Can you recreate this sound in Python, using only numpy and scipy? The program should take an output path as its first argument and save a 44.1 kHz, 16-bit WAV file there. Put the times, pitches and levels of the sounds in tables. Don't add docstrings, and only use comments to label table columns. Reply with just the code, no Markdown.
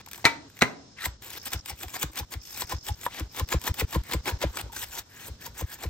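import sys
import numpy as np
from scipy import signal
from scipy.fft import rfft, irfft, next_fast_len
from scipy.io import wavfile
from scipy.ndimage import uniform_filter1d, map_coordinates

SR = 44100
rng = np.random.default_rng(int(sys.argv[2]) if len(sys.argv) > 2 else 0)


def dump_mix(stems):
    frames = np.atleast_2d(stems).T
    limited = np.clip(frames, -1, 1)
    pcm = np.round(limited * 32767).astype(np.int16)
    wavfile.write(sys.argv[1], SR, pcm)


def volts_from_db(level):
    exponent = np.asarray(level, float) / 20
    return 10 ** exponent


N = 259749

# pitch_hz, level_db
PORCH = [(30, -36), (90, 9), (232, 0.5), (483, -6), (766, -14.5), (1360, -13), (2400, -20), (4130, -12.5),
         (4600, -15.5), (5130, -13.5), (7510, -20.5), (9580, -38), (11600, -45), (15200, -29), (16500, -35)]
PORCH_DB, INSECT_DB, RUMBLE_DB, LEAVES_DB = -56, -64.5, -54, -64.5
# time_s, level_db
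BREEZE = [(0, -2.5), (.35, 4), (1.2, -1.8), (1.7, 0.5), (2.4, -2.5), (3.2, 1), (4.6, 5.5), (5.05, -5),
          (5.3, 4), (5.89, -3.5)]
# time_s, level_db
HANDS = [(0, -3), (.9, -15.5), (1.1, -3), (2.4, -18), (2.55, -6), (4.6, -6), (4.95, 3.5), (5.1, -12),
         (5.89, -3)]
# pitch_hz, width_hz, level_db
WING = [(4620, 250, -10.5), (5210, 210, -1), (5590, 250, -6.5), (6490, 220, -8.5), (5600, 1800, -14)]
# first_pulse_s, end_s, level_db, pulse_rate_hz
SWELLS = [
    (0.75, 1.148, 4.5, 55),
    (1.361, 1.619, 15, 56.7),
    (2.3953, 2.799, 15.5, 54.3),
    (2.789, 2.956, 14.5, 53.4),
    (3.276, 3.79, 10.5, 55),
    (4.201, 4.444, 10.5, 54),
]
CHIRP_DB, CHIRP_RISE = 18, .15

# pitch_hz, t60_s
WALLS = [(100, 0.2), (500, 0.64), (2000, 0.29), (6000, 0.3), (9000, 0.17), (14000, 0.14)]
REFILL_S = 0.043
WASH_DIP = 0.28

# pitch_hz, difference_minus_sum_db
PORTS = [(60, -23), (99, -12.5), (160, -14), (270, -14), (450, -11), (740, -5.5), (1220, -6), (2010, -1.5),
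         (3330, 1), (5500, -1.5), (9080, 3.5), (15000, -4)]
# pitch_hz, lead_radians
TURN = [(100, 0.55), (1200, 1.65), (2200, 1.37), (4000, 0.86), (6400, 0.87), (8300, 1.52), (15000, 1.56)]
# low_hz, high_hz, threshold_db
SQUELCH = [
    (9000, 9650, -71),
    (9650, 11000, -64),
    (11000, 11700, -77),
    (11700, 12400, -81),
    (12400, 13100, -82),
    (13100, 13800, -82),
    (13800, 14500, -82),
    (14500, 15200, -81),
    (15200, 15900, -76),
    (15900, 16800, -70),
]

# time_s, pitch_hz, level_db, t60_s
NOTES = [(1.062, 990, -35, 0.096), (1.707, 810, -37, 0.065), (1.943, 1070, -34, .04),
         (1.965, 754, -34.5, 0.041), (2.203, 835, -35, 0.075), (2.232, 990, -43.5, 0.048),
         (2.1, 310, -47, 0.1), (2.622, 990, -35.5, 0.07), (2.725, 1005, -27.5, 0.049),
         (2.893, 833, -29, 0.076), (3.21, 318, -33.5, .078), (3.408, 1020, -30.5, .04),
         (3.68, 977, -32, 0.074), (3.82, 443, -30, 0.078), (3.958, 990, -32.5, .07), (4.7, 920, -44, .09),
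         (4.148, 516, -40, 0.05), (4.298, 950, -31, 0.097), (4.302, 553, -32.5, 0.014),
         (4.442, 556, -14.5, .019), (4.735, 865, -41.5, 0.056), (4.83, 950, -42.5, 0.076),
         (5.469, 947, -37.5, 0.077)]
# time_s, pitch_hz, level_db, t60_s
TICKS = [(.0745, 900, -37.5, 0.015), (.184, 900, -37.5, .01), (.2445, 743, -18, 0.014),
         (.2535, 1960, -13.5, .02), (.2585, 1960, -17.5, .014), (.2665, 920, -17.5, .04),
         (.5, 1600, -48, .015), (.568, 2020, -44, .01), (.577, 2100, -41, 0.0089),
         (.591, 1900, -41, 0.0091), (.6115, 4000, -26, 0.011), (.617, 1410, -13, .012),
         (.6258, 2050, -9, .012), (.6275, 280, -15, .025), (.633, 1950, -21, .012),
         (.6375, 2050, -17.5, .012), (.9873, 2020, -36, 0.022), (1.0092, 1800, -34, 0.021),
         (1.021, 3900, -34, .01), (1.032, 8200, -33, .01), (1.0412, 1900, -24, 0.0089),
         (1.054, 3850, -29, .008), (1.0572, 2030, -18, .01), (1.0578, 7840, -20, .008),
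         (1.063, 780, -30.5, 0.027), (1.6588, 4800, -37, .008), (1.835, 2560, -36, .02),
         (1.84, 740, -36, 0.058), (1.842, 370, -35.5, 0.038), (2.028, 2260, -29, .02),
         (2.035, 1470, -33.5, 0.028), (2.17, 2240, -39, 0.018), (2.6198, 4300, -24.5, .01),
         (2.723, 780, -28.5, 0.036), (2.865, 5200, -41, .008), (2.885, 1810, -36, 0.023),
         (3.677, 1770, -23.5, .015), (3.8095, 2010, -23, 0.024), (4.136, 2300, -24, .012),
         (4.257, 2200, -28, .012), (4.284, 2300, -22.5, 0.01), (4.292, 1520, -28, 0.018),
         (4.545, 1150, -40, .03), (4.572, 1300, -23.5, 0.0086), (4.662, 500, -41, 0.023),
         (4.765, 1620, -29, 0.011), (4.82, 3630, -32, .015), (4.833, 1800, -29.5, .012),
         (5.285, 460, -39, 0.026), (5.61, 730, -32.5, 0.019)]
NOTE_RISE_S, TICK_RISE_S, NOTE_WAVER = 0.0031, 0.00038, 0.032

# deepest_swing_s, thump_db, hardness_db, until_scene_change_s
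LANDINGS = [(1.0839, -30, -5.5, 0.087), (1.5632, -26.5, -9, 0.04), (1.732, -35, -13, 0.026),
            (1.8681, -34.5, -10.5, 0.023), (2.058, -34, 5, 0.053), (2.224, -30.5, -6.5, .028),
            (2.3704, -28, -15, 0.043), (2.6496, -34.5, -25, 0.0036), (2.7527, -26, -6.5, 0.035),
            (2.9152, -21.5, -19.5, 0.0345), (3.227, -25, -11.5, .052), (3.4305, -20.5, -10, 0.02),
            (3.564, -19.5, -1, 0.024), (3.7111, -19.5, -13.5, 0.0097), (3.842, -20, -6, 0.011),
            (3.9801, -20.5, 1.5, 0.038), (4.1671, -23.5, 1.5, .043), (4.3385, -22, -15, 0.039),
            (4.4649, -23.5, 1, 0.048), (4.642, -31, -21, 0.06), (5.001, -43, -5, 0.021),
            (5.3147, -32, -9, 0.047), (5.4986, -41.5, -3, 0.082), (5.6409, -23.5, -7, 0.0151),
            (5.8739, -24.5, -7, .05), (4.661, -36, -12, .057)]
# pitch_hz, crest_before_deepest_swing_s, rise_s, t60_s, level_db
THUMP = [(83.7, -0.0061, 0.016, 0.037, -0.96)]
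TABLE = [(59.2, -0.0157, 0.033, 0.33, -2.3)]
HEEL = [
    (130.4, 0.01284, 0.0031, 0.033, 0.5),
    (320, 0.01824, 0.0009, 0.054, -3),
]
KNOCK = [
    (491.5, 0.017, 0.0056, 0.0031, -0.5),
    (1026, 0.03, 0.00096, 0.067, -8.5),
]
RING_DB, RING_GROWS, HEEL_DB, KNOCK_DB = -2.5, 0.42, 1, 0

# start_s, end_s, pitch_hz, width_hz,
# level_db
DRAGS = [
    (0.962, 1.03, 1830, 790, -46),
    (1.0, 1.075, 1550, 450, -40.5),
    (4.025, 4.138, 2000, 460, -52),
    (5.08, 5.31, 1670, 370, -53),
    (5.38, 5.5, 1720, 150, -54),
    (5.655, 5.78, 1680, 250, -51.5),
    (4.915, 5.005, 910, 120, -50.5),
    (4.63, 4.715, 130, 220, -56),
    (3.1, 3.2, 2700, 1800, -46.5),
    (.99, 1.06, 3800, 310, -49),
]
# level_db, pitch_hz, t60_s
POP = (-10.5, 975, 0.12)
POP_S = 3.0642

# time_s, peak_db
SKIN = [(.0615, -29), (.0855, -30), (.1126, -24.5), (.1321, -22), (.1578, -27), (.177, -28.5),
        (1.2221, -30), (1.3036, -28), (1.3322, -26), (1.4571, -36), (1.5324, -12), (1.6588, -21.5),
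        (2.0288, -8), (2.1954, -29), (2.3206, -43), (2.5738, -21), (2.695, -23), (2.8652, -28),
        (3.1965, -18.5), (3.6147, -24), (3.6391, -21), (3.6559, -25), (3.7414, -21), (3.7861, -20.5),
        (4.1345, -13.5), (4.2831, -36), (4.3875, -44), (4.5945, -26.5), (4.8325, -35), (.0463, -54),
        (.1999, -43), (.4993, -39), (.59, -27.5), (1.2447, -32), (1.4293, -32.5), (1.5181, -24),
        (1.789, -32), (1.9022, -30.5), (1.9915, -29), (2.0205, -32), (2.1327, -32), (2.1567, -24.5),
        (.166, -42), (2.4515, -36), (2.4814, -35), (2.5049, -33), (2.5248, -32.5), (.1195, -31),
        (2.8466, -37), (3.0122, -26.5), (3.3652, -28), (3.7967, -12.5), (4.0352, -33), (4.8174, -26),
        (4.977, -30), (4.999, -48), (5.413, -32), (5.5782, -27), (5.7268, -35)]
# time_s, peak_db
RIBS = [(.0752, -47.5), (.1449, -30.5), (.5772, -44), (1.0085, -48), (1.0412, -26.5), (1.0575, -18),
        (1.832, -23.5), (1.882, -30), (1.9405, -27), (2.172, -22), (2.6198, -19), (2.7234, -24.5),
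        (2.8857, -25.5), (3.0321, -28), (3.1446, -28), (3.3961, -15), (3.488, -23.5), (3.5249, -16.5),
        (3.6752, -20), (3.8095, -18.5), (3.9334, -35), (4.121, -20), (4.2567, -26), (4.4158, -22),
        (4.4259, -21), (4.5426, -44), (4.5715, -19), (4.7645, -22.5), (4.9914, -31), (.568, -38),
        (1.0105, -34), (1.0215, -32.5), (1.0535, -26.5), (1.4732, -30.5), (1.6967, -39), (1.8094, -32),
        (2.199, -29.5), (2.3372, -22), (2.7134, -39), (3.3462, -32.5), (3.3796, -46), (3.5054, -25.5),
        (3.896, -41), (3.9264, -23), (4.112, -22), (4.5535, -46), (4.7321, -35.5), (4.9221, -34)]
SKIN_SHARE_DB, RIB_SHARE_DB = -14.5, -6.5
# level_db, t60_s
SKIN_TAIL = (2, 0.019)
# level_db, t60_s
RIB_TAIL = (-12.5, 0.019)

# pitch_hz, level_db_per_hz
FLESH = [(880, -37), (1500, 2), (1640, -5), (2090, -15.5), (2310, 0.5), (3120, -2.5), (3520, 0), (3970, -4),
         (7620, 0.5), (8680, -0.5), (10100, -12.5), (11600, -2), (14200, 1), (16000, -5), (16500, -92)]
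# pitch_hz, width_hz, level_db
BOARD = [
    (310, 380, -3.5),
    (637, 620, -0.5),
    (891, 400, 1.5),
    (1494, 390, -0.5),
    (1620, 288, 2),
    (2150, 506, -6.5),
    (3650, 1460, -10),
]
# full_bite_s, crunch_db, push_s, board_share_db
SLICES = [(1.056, -32, 0.057, -1.5), (1.475, -44, 0.083, 1.5), (1.535, -31, 0.032, -1),
          (1.699, -33, 0.048, -2.5), (1.831, -36.5, 0.077, -4), (1.966, -39, 0.12, 1),
          (2.025, -29, 0.045, -2), (2.192, -37.5, 0.079, 1), (2.326, -34, 0.021, -0.5),
          (2.62, -33, 0.2, -4), (2.721, -33.5, 0.053, 2.5), (2.886, -33.5, 0.054, -2),
          (3.062, -39, 0.11, 0.5), (3.192, -40, 0.093, 8)]
DICES = [(3.389, -35.5, 0.089, 3.9), (3.527, -32, 0.053, 5.1), (3.674, -32.5, 0.081, 3.9),
         (3.8, -31, 0.063, 1.6), (3.947, -35, 0.08, 6.2), (4.134, -36.5, 0.095, 8.1),
         (4.291, -33, 0.062, 3.7), (4.425, -39.5, 0.037, 16), (4.577, -41.5, 0.11, 4.1)]
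ONIONS = [
    (4.989, -34.5, 0.13, -4),
    (5.273, -39.5, 0.18, -2.5),
    (5.458, -36.5, 0.056, -4.5),
    (5.601, -37.5, 0.058, 0.5),
    (5.736, -38.5, 0.075, -6),
    (5.838, -38.5, 0.058, 2),
]
# entry_db under full bite, board_share_db lower at entry, bite_holds_s,
# crunch_dies_db_per_s, board_dies_db_per_s
GIVE = [
    (21.2, 6, 0.0032, 1100, 494),
    (24.9, 9.5, 0.0099, 1300, 516),
    (20.5, -0.5, 0.0075, 1000, 433),
]
ROUNDING = 0.94
# start_s, length_s, start_db, end_db, board_share_db
SAWING = [(0, 0.015, -66, -62, 23.5), (0.073, 0.04, -60, -68.5, -2.5), (0.132, 0.1, -52, -54.5, -0.5),
          (0.472, 0.14, -69.5, -51.5, -5), (1.22, .072, -45.5, -45, -1.5), (1.293, 0.092, -45.5, -40, -3),
          (1.455, .03, -39, -39.5, -4.5), (1.936, 0.033, -42.5, -42.5, 0.5),
          (2.163, 0.043, -42.5, -42, -0.5), (4.258, 0.024, -53, -44, 15.5), (4.586, 0.0298, -41.5, -39, 1),
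          (4.72, 0.12, -43, -33.5, -6.5), (4.842, 0.035, -39, -69, 1)]

# time_s, peak_db, lead_in_s, lead_in_db, until_scene_change_s
CHOPS = [
    (0.2529, -2.5, 0.0102, -18.5, 0.235),
    (0.621, -6, 0.011, -15, 0.43),
]
# pitch_hz, level_db, t60_s
BLADE = [
    [(118,-21,0.13),(155,-12.5,0.056),(282,-35.5,1),(434,-21.5,0.14),(632,-26,0.13),(922,-20.5,0.21),(1332,-14.5,0.13),(1576,-17,0.083),(1975,-5,0.054),(2177,-22.5,0.13),(2305,-15.5,0.15),(3680,-21,0.16),(5690,-14.5,0.053)],
    [(121.6,-2,0.19),(172,0,0.051),(278.6,-19,0.71),(440,-17,0.26),(518,-8,0.054),(782,-20,0.15),(995,-9,0.18),(1345,3,0.052),(1594,-4,0.081),(1825,-8,0.07),(2060,-5,0.11),(2280,-9,0.07),(3960,-15.5,0.06),(5950,-40,0.12)],
]
# after_chop_s, level_db under it
BOUNCES = [
    [(.0024, -23), (.0065, -3.5), (.0135, -12.5), (.021, -17.5)],
    [(.0048, -3), (.012, -19), (.017, -18), (.03, -23)],
]
RESTRIKE_DB = (-7, -3)
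# level_db under the chop, pitch_hz, width_hz, t60_s
THUD = [
    (-12.5, 130, 260, 0.043),
    (-9.5, 500, 250, 0.047),
]
# pitch_hz, level_db_per_hz
CRACK = [(290, -38.5), (500, -13), (800, -16), (1400, -12), (2010, -2.5), (2700, -13), (3300, -18),
         (3990, -8.5), (5040, -21.5), (5840, -15), (6470, -20), (8500, -22), (10200, -45.5), (14500, -25.5),
         (16500, -42)]
MODE_RISE_S, MODE_WAVER = 0.001, 0.0697
TWIN = 0.95


def unit(x):
    return x / np.sqrt(np.mean(x ** 2) + 1e-20)


def decay(t, t60, db=0):
    return volts_from_db(db - 60 * t / t60)


def swell_and_die(u, rise, t60):
    return np.where(u < 0, np.exp(-(u / rise) ** 2), decay(np.abs(u), t60))


def wander(count):
    return np.cumsum(rng.standard_normal(count))


def along(points, hz):
    f, v = np.transpose(points)
    return np.interp(np.log(hz + 1), np.log(f + 1), v)


def filtered(x, response):
    m = next_fast_len(N + SR // 2)
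    return irfft(rfft(x, m) * response(np.fft.rfftfreq(m, 1 / SR)), m)[..., :N]


def coloured(x, points):
    def response(hz):
        cep = irfft(np.log(volts_from_db(np.maximum(along(points, hz), -60))))
        cep[1:len(cep) // 2] *= 2
        cep[len(cep) // 2 + 1:] = 0
        return np.exp(rfft(cep))
    return filtered(x, response)


def resonator(x, hz, width):
    return signal.lfilter(*signal.iirpeak(hz, hz / width, SR), x)


def smooth_field(shape, bands, frames):
    field = uniform_filter1d(rng.standard_normal(shape), size=bands, axis=0)
    return unit(uniform_filter1d(field, size=frames, axis=1))


def patchy(x, depth_db):
    z = signal.stft(x, nperseg=256)[2]
    gain = volts_from_db(depth_db * smooth_field(z.shape, 5, 9))
    return unit(signal.istft(z * gain, nperseg=256)[1][:N])


def drifting(x, turns):
    z = signal.stft(x, nperseg=256)[2]
    turn = np.exp(1j * turns * smooth_field(z.shape, 7, 16))
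    return signal.istft(z * turn, nperseg=256)[1][:N]


def add(out, s, sound):
    out[round(s * SR):][:len(sound)] += sound[:len(out) - round(s * SR)]


def insects():
    t = np.arange(N) / SR
    chorus = unit(filtered(rng.standard_normal((2, N)), lambda hz: sum(
        volts_from_db(db) * np.exp(-((hz - c) / w) ** 2) for c, w, db in WING)))
    for start, end, db, pulse_hz in SWELLS:
        cycle = (t - start) * pulse_hz % 1
        pulse_db = CHIRP_DB * (.5 - np.maximum(1 - cycle / CHIRP_RISE, cycle)) * db / 16
        gate = np.clip((t - start) / 0.014, 0, 1) * np.clip((end - t) / 0.007, 0, 1)
        chorus = chorus * volts_from_db((db + pulse_db) * gate)
    return volts_from_db(INSECT_DB) * chorus


def porch():
    t = np.arange(N) / SR
    mid, side = coloured(rng.standard_normal(N), PORCH), coloured(rng.standard_normal(N), PORCH)
    side = filtered(side, lambda hz: volts_from_db(along(PORTS, hz)))
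    wash_db = PORCH_DB + np.interp(t, *np.transpose(BREEZE))
    air = volts_from_db(wash_db) * unit(np.array([mid + side, mid - side]))
    leaves = unit(filtered(rng.standard_normal((2, N)), lambda hz: hz > 6000)) * (t > 1.21)
    rumble = unit(filtered(rng.standard_normal(N), lambda hz: np.exp(-((hz - 75) / 45) ** 2)))
    rumble_db = RUMBLE_DB + np.interp(t, *np.transpose(HANDS))
    return air + volts_from_db(LEAVES_DB) * leaves + volts_from_db(rumble_db) * rumble + insects()


def walls(x):
    hz, t, z = signal.stft(rng.standard_normal((2, SR // 2)), SR, nperseg=256)
    tail = signal.istft(z * decay(t, along(WALLS, hz)[:, None]), SR, nperseg=256)[1]
    return signal.fftconvolve(x[None], tail / np.linalg.norm(tail[0]), axes=1)[:, :N]


def echo_kept():
    t, kept = np.arange(N) / SR, np.ones(N)
    for s, *_, left in LANDINGS:
        since = t - s - left
        kept = np.minimum(kept, np.where(since > 0, np.clip(since / REFILL_S, 0, 1) ** 2, 1))
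    return kept * (np.abs(t - .548) > .062)


def notes():
    out, u = np.zeros(N), np.arange(-SR // 100, SR // 10) / SR
    for rows, rise in ((NOTES, NOTE_RISE_S), (TICKS, TICK_RISE_S)):
        for s, hz, db, t60 in rows:
            waver = NOTE_WAVER * np.sqrt(hz / 1000) * wander(len(u))
            add(out, s + u[0], volts_from_db(db) * swell_and_die(u, rise, t60) * np.cos(2 * np.pi * hz * u + waver))
    return out


def landings():
    out, t = np.zeros(N), np.arange(-SR // 25, SR // 8) / SR
    for s, db, hard_db, left in LANDINGS:
        sound = np.zeros(len(t))
        parts = ((THUMP, 0), (TABLE, RING_DB + RING_GROWS * hard_db),
                 (HEEL, HEEL_DB + hard_db), (KNOCK, KNOCK_DB + hard_db))
        for waves, gain_db in parts:
            for hz, early, rise, t60, level_db in waves:
                level_luck, pitch_luck = rng.standard_normal(2)
                u = t + early
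                crest = t if waves is THUMP else u
                level = volts_from_db(gain_db + level_db + level_luck * (early > 0))
                swing = np.cos(2 * np.pi * hz * (1 + 0.032 * pitch_luck) * crest)
                sound -= level * swell_and_die(u, rise, t60) * swing
        add(out, s + t[0], volts_from_db(db) * sound * np.clip((left - t) / .003, 0, 1))
    return out


def drags():
    out = np.zeros(N)
    for start, end, hz, width, db in DRAGS:
        t = np.arange(round((end - start) * SR)) / SR
        rub = resonator(rng.laplace(size=len(t)), hz, width)
        add(out, start, volts_from_db(db) * unit(rub) * np.abs(np.sin(np.pi * t / t[-1])) ** 0.89)
    return out


def pop():
    db, hz, t60 = POP
    t = np.arange(round(.023 * SR)) / SR
    out, waver = np.zeros(N), wander(len(t)) * .07
    shape = (decay(t, 0.013) + decay(t, t60, -17)) * (1 - np.exp(-t / 0.00095))
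    add(out, POP_S, volts_from_db(db) * shape * np.sin(2 * np.pi * hz * t + waver))
    for ratio, under_db, dies in ((1.78, 14.5, 0.023), (0.556, 15.4, 0.026), (1.1, 43.0, 0.042)):
        add(out, POP_S + 0.00033, decay(t, dies, db - under_db) * np.sin(2 * np.pi * ratio * hz * t + waver))
    return out


def board(hz):
    return sum((-1) ** k * volts_from_db(db) * 1j * hz * w / (c * c - hz * hz + 1j * hz * w)
               for k, (c, w, db) in enumerate(BOARD))


def snaps():
    t = np.arange(SR // 50) / SR
    bright, dull = np.zeros(N), np.zeros(N)
    front = 1 - np.exp(-t / 0.00035)
    kinds = ((SKIN, SKIN_SHARE_DB, SKIN_TAIL), (RIBS, RIB_SHARE_DB, RIB_TAIL))
    for rows, share_db, (tail_db, tail) in kinds:
        for s, db in rows:
            air_spray, board_spray = front * rng.standard_normal((2, len(t)))
            crack = (decay(t, 0.0024) + decay(t, tail, tail_db)) * air_spray
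            add(bright, s, volts_from_db(db - 20) * unit(crack))
            add(dull, s, volts_from_db(db + share_db - 13) * unit(decay(t, 0.024) * board_spray))
    through_board = filtered(dull, lambda hz: board(hz) * 1j * hz / (700 + 1j * hz))
    return coloured(bright, FLESH) + volts_from_db(15.5) * through_board


def crackle(rate, spread_db, hiss):
    size = volts_from_db(spread_db * np.minimum(rng.exponential(size=N), 3)) * rng.standard_normal(N)
    clumps = map_coordinates(rng.standard_normal(N // 200 + 4), [np.arange(N) / 200])
    bursts = unit(size * (rng.random(N) < rate / SR))
    return (bursts + hiss * rng.standard_normal(N)) * volts_from_db(2.33 * clumps)


def strokes():
    bright, dull, after = np.zeros(N), np.zeros(N), np.arange(SR // 8) / SR
    for rows, (entry_db, late_db, hold, dies, board_dies) in zip((SLICES, DICES, ONIONS), GIVE):
        for s, db, push, share_db in rows:
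            to_go = np.linspace(1, 0, round(push * SR)) ** ROUNDING
            start = s - len(to_go) / SR
            bite_under_db = np.r_[entry_db * to_go, dies * np.maximum(after - hold, 0)]
            board_under_db = np.r_[(entry_db + late_db) * to_go, board_dies * after]
            add(bright, start, volts_from_db(db - bite_under_db))
            add(dull, start, volts_from_db(db + share_db - board_under_db))
    for s, length, first_db, last_db, share_db in SAWING:
        force = volts_from_db(np.linspace(first_db, last_db, round(length * SR)))
        add(bright, s, force)
        add(dull, s, volts_from_db(share_db) * force)
    tearing = patchy(coloured(crackle(rate=2500, spread_db=1.5, hiss=1.0), FLESH), depth_db=4.0)
    shaking = patchy(filtered(crackle(rate=4300, spread_db=2.0, hiss=.7), board), depth_db=1.5)
    return volts_from_db(-2.5) * bright * tearing + volts_from_db(-3.5) * dull * shaking


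def chop_ring():
    ring, t = np.zeros(N), np.arange(SR * 2 // 5) / SR
    settings = zip(CHOPS, BLADE, (-5, -14), BOUNCES, RESTRIKE_DB, THUD)
    for (s, db, _, _, left), modes, ring_db, bounces, again_db, (thud_db, thud_hz, width, dies) in settings:
        thud = resonator(rng.standard_normal(len(t)), thud_hz, width)
        add(ring, s, decay(t, dies, db + thud_db) * unit(thud))
        for hz, level_db, t60 in modes:
            waver = wander(len(t)) * (MODE_WAVER + .2 * (hz / 4000) ** 2)
            phase = 2 * np.pi * hz * t
            shape = decay(t, t60, db + ring_db + level_db) * (1 - np.exp(-t / MODE_RISE_S))
            mode = shape * (np.sin(phase + waver) + TWIN * np.sin(phase - waver))
            add(ring, s, mode * (t < left))
            for late, under_db in bounces:
                add(ring, s + late, volts_from_db(under_db + again_db) * mode * (t < left - late))
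    return ring


def chop_rattle():
    rattle, t = np.zeros(N), np.arange(SR * 2 // 5) / SR
    before = t[:SR // 50]
    for (s, db, lead, lead_db, left), bounces in zip(CHOPS, BOUNCES):
        contact = decay(t, 0.0078) + decay(t, 0.024, -20.5) + decay(t, 0.36, -31)
        add(rattle, s, volts_from_db(db) * contact * rng.standard_normal(len(t)) * (t < left))
        for late, under_db in bounces:
            add(rattle, s + late, decay(t, 0.0039, db + under_db) * rng.standard_normal(len(t)))
        rising = volts_from_db(db + lead_db - 6.3 * (1.5 - before / lead)) * (before < lead)
        add(rattle, s - lead, rising * rng.standard_normal(len(before)))
    return volts_from_db(12.5) * coloured(rattle, CRACK)


def ports(x, scatter_db=-6):
    t = np.arange(1500) / SR
    bounce = rng.standard_normal(len(t)) * decay(t, 0.041)
    scattered = signal.fftconvolve(x, bounce / np.linalg.norm(bounce))[:N]
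    shaded = 1.23 * x + volts_from_db(scatter_db) * drifting(scattered + 0.91 * x, turns=2.44)
    side = filtered(shaded, lambda hz: volts_from_db(along(PORTS, hz) - 4.5) * np.exp(1j * along(TURN, hz)))
    mid = filtered(x, lambda hz: volts_from_db(-6 * np.exp(-((hz - 10000) / 800) ** 2)))
    return np.array([mid + side, mid - side])


def scene():
    hard = filtered(chop_ring() + chop_rattle(), lambda hz: hz ** 2 / (hz ** 2 + 85 ** 2))
    cuts = strokes() + snaps() + drags()
    kept = echo_kept()
    near = ports(hard + cuts + pop() + landings() + notes())
    echo = walls(volts_from_db(-12.5) * hard + volts_from_db(-12) * cuts) * kept
    return near + echo + porch() * (1 - WASH_DIP * (1 - kept))


def band_limit(x):
    return signal.sosfilt(signal.butter(12, 16710, fs=SR, output="sos"), x)


def record(dry):
    out = filtered(np.clip(dry, -1, 1), lambda hz: volts_from_db(-14 * (hz > 15900)) * (hz < 16710))
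    shift = 746
    hz, t, z = signal.stft(np.pad(out.mean(axis=0), (shift, 0)), SR, nperseg=2048)
    weak = np.zeros(z.shape)
    for low_hz, high_hz, db in SQUELCH:
        band = (hz > low_hz) & (hz <= high_hz)
        power = np.sum(np.abs(z[band]) ** 2, axis=0) * 4 / 3
        weak[band] = power < volts_from_db(db + 2 * rng.standard_normal(len(t))) ** 2
    out = out - signal.istft(z * weak, SR, nperseg=2048)[1][shift:][:N]
    return band_limit(out)


dry = scene()
out = record(dry)
dump_mix(out)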